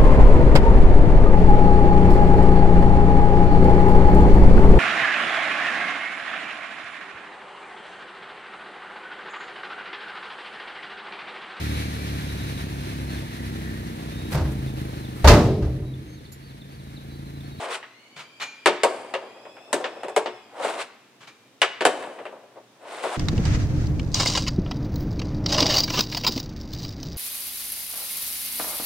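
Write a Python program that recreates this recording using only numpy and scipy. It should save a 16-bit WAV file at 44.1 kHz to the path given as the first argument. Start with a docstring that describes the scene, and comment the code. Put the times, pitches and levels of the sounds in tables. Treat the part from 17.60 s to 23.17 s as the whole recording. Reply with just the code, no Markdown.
"""Sharp, hollow clacks and scrapes: someone practises hockey on plastic ice tiles in a fenced back yard.
The stick slaps the tiles, knocks a puck off the pile, taps it into place and sweeps it away.
The puck rustles into the net and rings the steel goal. Fence and house walls answer each sound,
and a motor whines far off in the soft rush of outdoor air."""
import sys
import numpy as np
from scipy import signal
from scipy.fft import rfft, irfft, next_fast_len
from scipy.io import wavfile
from scipy.ndimage import map_coordinates

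SR = 44100
rng = np.random.default_rng(int(sys.argv[2]) if len(sys.argv) > 2 else 0)


def unload_audio(sound):
    """Save the sound as a 16-bit wav file, at the path given as the first command line argument."""
    columns = np.transpose(np.atleast_2d(sound))
    # keep every value between -1 and 1, then stretch to whole-number steps
    steps = np.round(np.clip(columns, -1, 1) * 32767)
    wavfile.write(sys.argv[1], SR, steps.astype(np.int16))


N = 245618
NOW = np.arange(N) / SR  # seconds into the scene
T = np.arange(SR // 6) / SR  # seconds since a hit
REBOUND_S = 0.012  # wait before the blade's second touch


def blows():
    """Hard hits of stick and puck; the springy blade touches again just after the first time."""
    # Each row: start in seconds; tile, thud, blade and crack in dB; clack in Hz; second touch in dB.
    hits = [(1.059, -15, -24, -14.5, -29, 1725, -2.5), (1.234, -13, -28.5, -20, -26.5, 2175, -13),
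            (1.539, -25.5, -46, -28.5, -49.5, 2746, -6), (2.129, -21, -27.5, -24, -26.5, 1765, -8.5),
            (2.242, -29, -41, -28, -62, 1840, -7), (2.563, -15.5, -32.5, -25.5, -31, 2215, -5.5),
            (2.659, -28, -36.5, -32, -62, 1943, -5.5), (4.017, -21.5, -60, -14.5, -31.5, 2884, -5.5),
            (4.208, -24.5, -34, -25.5, -45, 1775, -3.5), (4.252, -12.5, -26.5, -17.5, -24, 1476, -9.5)]
    out = np.zeros((2, N))
    for start, tile_db, thud_db, blade_db, crack_db, clack_hz, rebound_db in hits:
        for delay, db in (0, 0), (REBOUND_S, rebound_db):
            hit = contact(thud_db, tile_db, blade_db, crack_db, clack_hz, ring_scale=0.88, top_hz=5700)
            add(out, start + delay, amp(db) * hit)
    return out


def contact(thud_db, tile_db, blade_db, crack_db, clack_hz, ring_scale, top_hz):
    """One touch: the tile bends and knocks hollowly, the blade clacks, the hard faces crack."""
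    # Ringing tones. Each row: pitch in Hz, level in dB, fade time in seconds before ring_scale.
    thud_tones = [(304.3, -8, 0.06), (363, 2, 0.31), (438, -6.5, 0.14)]
    tile_tones = [(437, -10, 0.24), (542.4, -4.5, 0.19), (617.4, -0.5, 0.071), (745, 1, 0.082),
                  (931, -7.5, 0.17)]
    blade_tones = [(1150, 1, 0.054), (1508, 0, 0.05), (1716, -2, 0.17), (1910, 1, 0.079),
                   (2040, -11, 0.043), (2137, 0.5, 0.056), (2420, -3.5, .09), (2880, -3, 0.029),
                   (3055, -8, 0.11), (3250, -7, 0.064), (3474, -2.5, .1), (3820, -9.5, 0.16),
                   (4530, -3, 0.086)]
    # Noise colours. Each row: frequency in Hz, level in dB.
    thud_colour = [(25, -30), (70, -50.5), (110, -34), (160, -12.5), (240, -6), (330, 0), (430, -1.5),
                   (600, -17), (1200, -52)]
    tile_colour = [(30, -35), (120, -29), (250, -9.5), (400, 0), (600, 2.5), (800, -5), (1100, -8.5),
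                   (1700, -23.5), (4000, -61)]
    blade_colour = [(300, -55), (800, -1), (1200, 2.5), (2000, 0), (2900, -1), (4200, -9.5), (5600, -14),
                    (8000, -16), (15000, -61)]
    crack_colour = [(1500, -35), (4000, -5), (6000, -6), (8000, 1), (10000, -6.5), (12500, -20),
                    (16000, -44)]
    thud = body(thud_tones, thud_colour, ring_scale, fade_s=0.24, tones_db=-1.5, snap=0.2)
    thud = blow_unit(thud * swell(0.0046))
    tile = body(tile_tones, tile_colour, ring_scale, fade_s=0.19, tones_db=-5.5, snap=0.81)
    tile = band(tile * swell(0.00077), low_hz=392, top_hz=3040)
    blade = body(blade_tones, blade_colour, ring_scale, fade_s=0.16, tones_db=-8.5, snap=0.36)
    blade = band(blade, low_hz=553, top_hz=top_hz)
    # The spot that is struck brings out one tone of the blade.
    clack = blow_unit(np.tile(np.sin(2 * np.pi * clack_hz * T) * fade(0.04), (2, 1)))
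    blade = blow_unit(blade + amp(-8) * clack)
    crack = blow_unit(noise(crack_colour, len(T)) * (fade(0.11 * ring_scale) + 0.89 * fade(0.0084)))
    return amp(thud_db) * thud + amp(tile_db) * tile + amp(blade_db) * blade + amp(crack_db) * crack


def body(tones, colour, ring_scale, fade_s, tones_db, snap):
    """A struck object: clear tones over a noisy crowd of short ones, strongest at the very start."""
    crowd = blow_unit(noise(colour, len(T)) * (fade(fade_s * ring_scale) + snap * fade(0.017)))
    clear = ring(tones, ring_scale, scatter_db=3.5, detune=0.0075)
    return crowd + amp(tones_db) * blow_unit(np.tile(clear, (2, 1)))


def ring(tones, ring_scale, scatter_db, detune, t=T):
    """Fading tones; their strength and pitch shift with the place and grip of each hit."""
    out = np.zeros(len(t))
    for hz, db, fade_s in tones:
        louder, flip, higher = rng.standard_normal(3)
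        wave = np.sign(flip) * np.sin(2 * np.pi * hz * (1 + detune * higher) * t)
        out += amp(db + scatter_db * louder) * wave * fade(fade_s * ring_scale, t)
    return out


def band(x, low_hz, top_hz):
    """Small objects give off little bass, and soft touches little treble."""
    return blow_unit(signal.sosfilt(signal.butter(2, [low_hz, top_hz], "band", fs=SR, output="sos"), x))


def taps():
    """The puck rocks softly against the blade and the tiles."""
    # Each row: start in seconds, then the tile, blade and crack levels in dB.
    touches = [(0.228, -56, -40.5, -75), (1.624, -40, -54, -79), (1.853, -42, -49.5, -71),
               (1.968, -46.5, -48.5, -75), (2.2, -31.5, -55, -54), (2.433, -30, -38.5, -53),
               (2.483, -32.5, -42, -49.5), (2.999, -30.5, -47, -57), (4.424, -36.5, -39, -53),
               (4.588, -38.5, -44.5, -79), (4.654, -35, -39.5, -62), (4.724, -40, -62, -73),
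               (4.957, -46.5, -61, -77.5), (4.972, -44, -61, -82)]
    out = np.zeros((2, N))
    for start, tile_db, blade_db, crack_db in touches:
        add(out, start, tap(tile_db, blade_db, crack_db))
    return out


def tap(tile_db, blade_db, crack_db):
    """A soft double touch somewhere along the blade."""
    out = np.zeros((2, SR // 5))
    clack_hz = rng.uniform(1700, 2900)
    for delay, db in (0, 0), (REBOUND_S, -5):
        touch = contact(tile_db - 12, tile_db, blade_db, crack_db, clack_hz, ring_scale=0.96, top_hz=3120)
        add(out, delay, amp(db) * touch)
    return out


def sliding():
    """Shots and glides rub the same tiles, with a rough scrape and a fine hiss."""
    # Rubbing colours. Each row: frequency in Hz, level in dB.
    scrape_colour = [(400, -37), (1000, 3), (1600, -1.5), (2600, -2), (3800, -6.5), (5500, -15),
                     (9000, -26), (15000, -47)]
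    hiss_colour = [(2000, -24.5), (4000, -3), (6000, -2.5), (8200, 5.5), (9700, 1.5), (11500, -12),
                   (16000, -24)]
    scrape = friction(scrape_colour, grain_db=2, grains_per_s=520)
    hiss = friction(hiss_colour, grain_db=2, grains_per_s=700)
    return shots(scrape, hiss) + glides(scrape, hiss)


def friction(colour, grain_db, grains_per_s):
    """Rubbing is countless tiny slips of uneven size that come in clumps."""
    return noise(colour, N, roughness=amp(grain_db * wobble(grains_per_s) + 0.93 * wobble(70)))


def shots(scrape, hiss):
    """The blade presses and eases off: tiles drum, it bites and scrapes, the puck flicks off its tip."""
    # Each row: start, bite, hardest press, flick and flick length in seconds, then level in dB.
    strokes = [(-0.2, -0.1, -0.02, 0.11, .048, -.5), (2.96, 3.015, 3.048, 3.2, .02, .5),
               (5.24, 5.295, 5.438, 5.64, .02, -1.5)]
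    # The tiles drumming under the blade. Each row: frequency in Hz, level in dB.
    drum_colour = [(80, -52), (200, -24.5), (320, -7), (480, -1), (640, 1), (820, -1.5), (1100, -7.5),
                   (2000, -15.5), (5000, -45), (10000, -68)]
    out = np.zeros((2, N))
    drumming = friction(drum_colour, grain_db=0, grains_per_s=220)
    uneven_pressure = amp(1.2 * wobble(40))
    jump_s, jump_db = 0.018, 4.5  # the last of the pressure comes suddenly
    roll_s = 0.057  # the scrape lets up while the puck rolls out to the tip
    for start, bite, peak, flick, length, db in strokes:
        def press(on, off, build_db, ease_db):
            """Loudness builds up to the hardest press, then falls."""
            shape_db = np.interp(NOW, [on, peak - jump_s, peak, off], [-build_db, -jump_db, 0, -ease_db])
            return amp(db + shape_db) * gate(on, off, rise_s=0.26, fall_s=0.15) * uneven_pressure

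        out += press(start, flick + length, build_db=12.5, ease_db=6.5) * amp(-30) * drumming
        out += press(bite, flick - roll_s, build_db=9, ease_db=4) * (amp(-33.5) * scrape + amp(-43) * hiss)
        spin = amp(db) * gate(flick, flick + length, rise_s=0.095, fall_s=0.11)
        out += spin * (amp(-31.5) * scrape + amp(-42.5) * hiss)
        if peak > 0:  # the bent blade slaps down
            add(out, peak, amp(db) * tap(tile_db=-25.5, blade_db=-33.5, crack_db=-48))
    return out


def glides(scrape, hiss):
    """A free puck rumbles and hisses ever more softly as it slows, bumping over tile seams."""
    # Each row: start and length in seconds, rumble in dB, its drop in dB per second, hiss in dB.
    slides = [(1.291, 0.96, -36.5, 23.5, -49.5), (2.158, 0.37, -39, 14, -57.5), (4.299, 0.63, -33, 37, -48)]
    # The puck's rumble. Each row: frequency in Hz, level in dB.
    rumble_colour = [(80, -46.5), (180, -22.5), (300, -5), (450, -2), (600, 1), (850, -4), (1300, -13.5),
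                     (2500, -28), (5000, -43), (10000, -61)]
    seams_per_s, hiss_drop_db_per_s = 5, 61  # the hiss dies first
    out = np.zeros((2, N))
    rumble = friction(rumble_colour, grain_db=-2, grains_per_s=140) + amp(-15) * scrape
    for start, length, db, drop, hiss_db in slides:
        age = np.maximum(NOW - start, 0)
        moving = gate(start, start + length, rise_s=0.24, fall_s=0.39)
        out += moving * (amp(db - drop * age) * rumble + amp(hiss_db - hiss_drop_db_per_s * age) * hiss)
        for seam in np.arange(0.5, length * seams_per_s):
            after = (seam + rng.uniform(-0.5, 0.5)) / seams_per_s
            knock_db = db - drop * after - 2.5
            add(out, start + after, tap(knock_db, blade_db=knock_db - 11, crack_db=knock_db - 30))
    return out


def goal():
    """The net swallows the puck with a rustle and a thump; the steel pipe rings on."""
    # Each row: start in seconds, rustle in dB, rise in seconds, thump in dB, steel ring in dB.
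    landings = [(0.56, -39, 0.021, -50, -63), (0.588, -37.5, 0.017, -54, -65.5),
                (0.798, -33, 0.0075, -71, -67), (0.814, -28.5, 0.0078, -64, -34.5),
                (3.604, -47, 0.013, -59, -80), (3.623, -48.5, 0.016, -64, -76),
                (3.672, -43.5, 0.0021, -61, -57.5)]
    # The pipe's tones. Each row: pitch in Hz, level in dB, fade time in seconds.
    steel_tones = [(2380, -2.5, 1), (2400, -5, 0.62), (2470, -14, 0.69), (2960, -4, 0.23),
                   (4170, -0.5, 0.15), (5712, -21, .5), (6500, -15, .4), (6700, -18, 0.43),
                   (6680, -9, 0.42)]
    # The net's noise colours. Each row: frequency in Hz, level in dB.
    rustle_colour = [(120, -50.5), (200, -20), (1090, -3), (2020, -5.5), (2380, -2), (2600, -7), (2950, -5),
                     (5170, -14), (7020, -17), (15000, -38.5)]
    thump_colour = [(60, -28), (110, -10), (155, 8), (230, -11), (600, -46)]
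    out = np.zeros((2, N))
    for start, rustle_db, rise_s, thump_db, steel_db in landings:
        rustle = blow_unit(noise(rustle_colour, len(T)) * swell(rise_s) * fade(0.15))
        thump = blow_unit(noise(thump_colour, len(T)) * swell(rise_s) * fade(0.097))
        add(out, start, amp(rustle_db) * rustle + amp(thump_db) * thump)
        pipe = ring(steel_tones, ring_scale=1, scatter_db=1, detune=0, t=np.arange(SR) / SR)
        add(out, start, amp(steel_db) * pipe)
    return out


def yard(x):
    """Fence and house walls return a dull, scattered echo."""
    # How long the echo lasts. Each row: frequency in Hz, fade time in seconds.
    fade_times = [(100, 0.99), (500, 0.46), (2500, 1), (5000, 0.65), (9000, 0.27), (15000, 0.16)]
    # The echo's colour. Each row: frequency in Hz, level in dB.
    echo_colour = [(100, -0.5), (500, -3.5), (1200, -4.5), (3200, -7.5), (4300, -4.5), (6000, -3.5),
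                   (12000, -1.5)]
    hz, t, bands = signal.stft(rng.standard_normal((4, 2, SR)), SR, nperseg=256)
    decay = fade(along(fade_times, hz)[:, None], t)
    bands = bands * decay * amp(along(echo_colour, hz))[:, None] * swell(0.013, t)
    tails = signal.istft(bands, SR, nperseg=256)[1]
    tails = tails + 0.64 * tails[:, ::-1]  # left and right hear much the same
    turn = np.arange(N) // (SR // 5) % len(tails)  # four random echoes take turns, so no tone sticks out
    return sum(signal.fftconvolve(x * (turn == k), tail / np.linalg.norm(tail[0]), axes=1)[:, :N]
               for k, tail in enumerate(tails))


def motor():
    """A far motor whines, louder as it speeds up; the long way through the air blurs its tones."""
    # Each row: time in seconds, pitch in Hz.
    pitch_path = [(.1, 1720), (.4, 2140), (.7, 2360), (1.0, 2443), (1.65, 2410), (2.08, 2616), (2.4, 2560),
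                  (2.74, 2637), (2.9, 2420)]
    # The whine's tones as multiples of that pitch, and the level of each in dB.
    multiples = [1, 4 / 3, 2, 3, 4]
    levels_db = [2.5, 0, -2.5, -11, -18]
    pitch = np.interp(NOW, *np.transpose(pitch_path))
    flutter = 1 + 0.009 * wobble(220)
    phase = 2 * np.pi * np.cumsum(pitch * flutter) / SR
    whine = np.zeros((2, N))
    for channel in whine:
        for k, db in zip(multiples, levels_db):
            channel += amp(db) * (wobble(210) * np.sin(k * phase) + wobble(210) * np.cos(k * phase))
    level = amp(-59.5 + 6.5 * np.log2(pitch / pitch.max()))  # 6.5 dB louder per doubling of speed
    return level * gate(on=0.27, off=2.81, rise_s=0.56, fall_s=1) * whine


def air():
    """Outdoor air: a soft, low rush that barely wavers."""
    # Each row: frequency in Hz, level in dB.
    air_colour = [(15, -63), (25, -45), (92, -24.5), (117, -1), (166, -16), (206, -5.5), (263, -4.5),
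                  (818, -13.5), (2160, -18), (2350, -17.5), (3430, -18.5), (3720, -17.5), (4140, -21.5),
                  (5730, -23), (16000, -35)]
    # Each row: frequency in Hz, how alike left and right are (1 is the same).
    air_likeness = [(60, 0.7), (240, 0.98), (950, 0.59), (3770, 0.07), (15000, -0.4)]
    return amp(-56.5 + 0.23 * wobble(7.8)) * noise(air_colour, N, air_likeness)


def noise(colour, size, likeness=None, roughness=1):
    """Stereo noise of average power 1, roughened first and then coloured."""
    # Each row: frequency in Hz, how alike left and right are (1 is the same).
    usual_likeness = [(100, 1), (500, 0.96), (2000, 0.66), (4000, 0.54), (12000, 0.27)]

    def response(hz):
        """Split each frequency into what both sides share and what sets them apart."""
        alike = along(usual_likeness if likeness is None else likeness, hz)
        angle = np.arccos(np.clip(alike, -1, 1)) / 2
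        return amp(along(colour, hz)) * [np.cos(angle), np.sin(angle)]

    mid, side = filtered(roughness * rng.standard_normal((2, size)), response)
    stereo = np.array([mid + side, mid - side])
    return stereo / np.sqrt(np.mean(stereo ** 2) + 1e-20)


def amp(db):
    """Turn decibels into a gain."""
    return 10 ** (np.asarray(db) / 20)


def blow_unit(x):
    """Give a stereo burst the energy of 20 ms of sound at power 1."""
    return x / np.sqrt(np.sum(x ** 2) / (2 * SR * 0.02) + 1e-20)


def along(points, hz):
    """Read between rows of frequency and value, on a log frequency scale."""
    known_hz, values = np.transpose(points)
    return np.interp(np.log(hz + 1), np.log(known_hz + 1), values)


def wobble(rate):
    """A smooth curve through `rate` random points a second."""
    points = rng.standard_normal(int(N * rate / SR) + 4)
    coarse = np.arange(0, N, 16)
    return np.interp(np.arange(N), coarse, map_coordinates(points, [coarse * rate / SR]))


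def filtered(x, response):
    """Multiply each frequency in x by response(hz)."""
    size = x.shape[-1]
    padded = next_fast_len(size + 1024, True)
    return irfft(rfft(x, padded) * response(np.fft.rfftfreq(padded, 1 / SR)), padded)[..., :size]


def fade(fade_s, t=T):
    """Die away by 60 dB in fade_s seconds."""
    return np.exp(-np.log(1000) * t / fade_s)


def swell(rise_s, t=T):
    """Rise from 0 towards 1, about two thirds of the way in rise_s seconds."""
    return 1 - np.exp(-t / rise_s)


def gate(on, off, rise_s, fall_s):
    """Hold 1 from on to off; 60 dB down rise_s before and fall_s after."""
    return fade(rise_s, np.maximum(on - NOW, 0)) * fade(fall_s, np.maximum(NOW - off, 0))


def add(track, start, sound):
    """Mix a sound into the track at start seconds."""
    part = track[:, max(round(start * SR), 0):][:, :sound.shape[-1]]
    part += sound[..., :part.shape[1]]


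def scene():
    """The play and its echo, slightly off centre, with the motor and the air behind."""
    # Each row: frequency in Hz, left level minus right level in dB.
    balance = [(100, 1), (500, 2.5), (1000, 1.4), (2000, 0.8), (8000, 1), (13000, -0.5)]
    near = blows() + taps() + sliding()
    far = goal()
    play = near + far + yard(amp(-16.5) * near + amp(-14.5) * far)
    sides, left_lag_s = np.array([[0.5], [-0.5]]), 2.3e-5
    placed = filtered(play, lambda hz: amp(sides * along(balance, hz))
                      * np.exp(-2j * np.pi * hz * sides * left_lag_s))
    return placed + motor() + air()


def record(dry):
    """The microphone thins the bass; the highest peaks are rounded and the top treble is cut."""
    low_cut_hz, top_hz = 136, 15900
    thin = signal.sosfilt(signal.butter(1, low_cut_hz, "high", fs=SR, output="sos"), dry)
    rounded = thin / (1 + np.abs(thin) ** 10) ** (1 / 10)
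    return filtered(rounded, lambda hz: 1 / (1 + (hz / top_hz) ** 130))


dry = scene()
out = record(dry)
unload_audio(out)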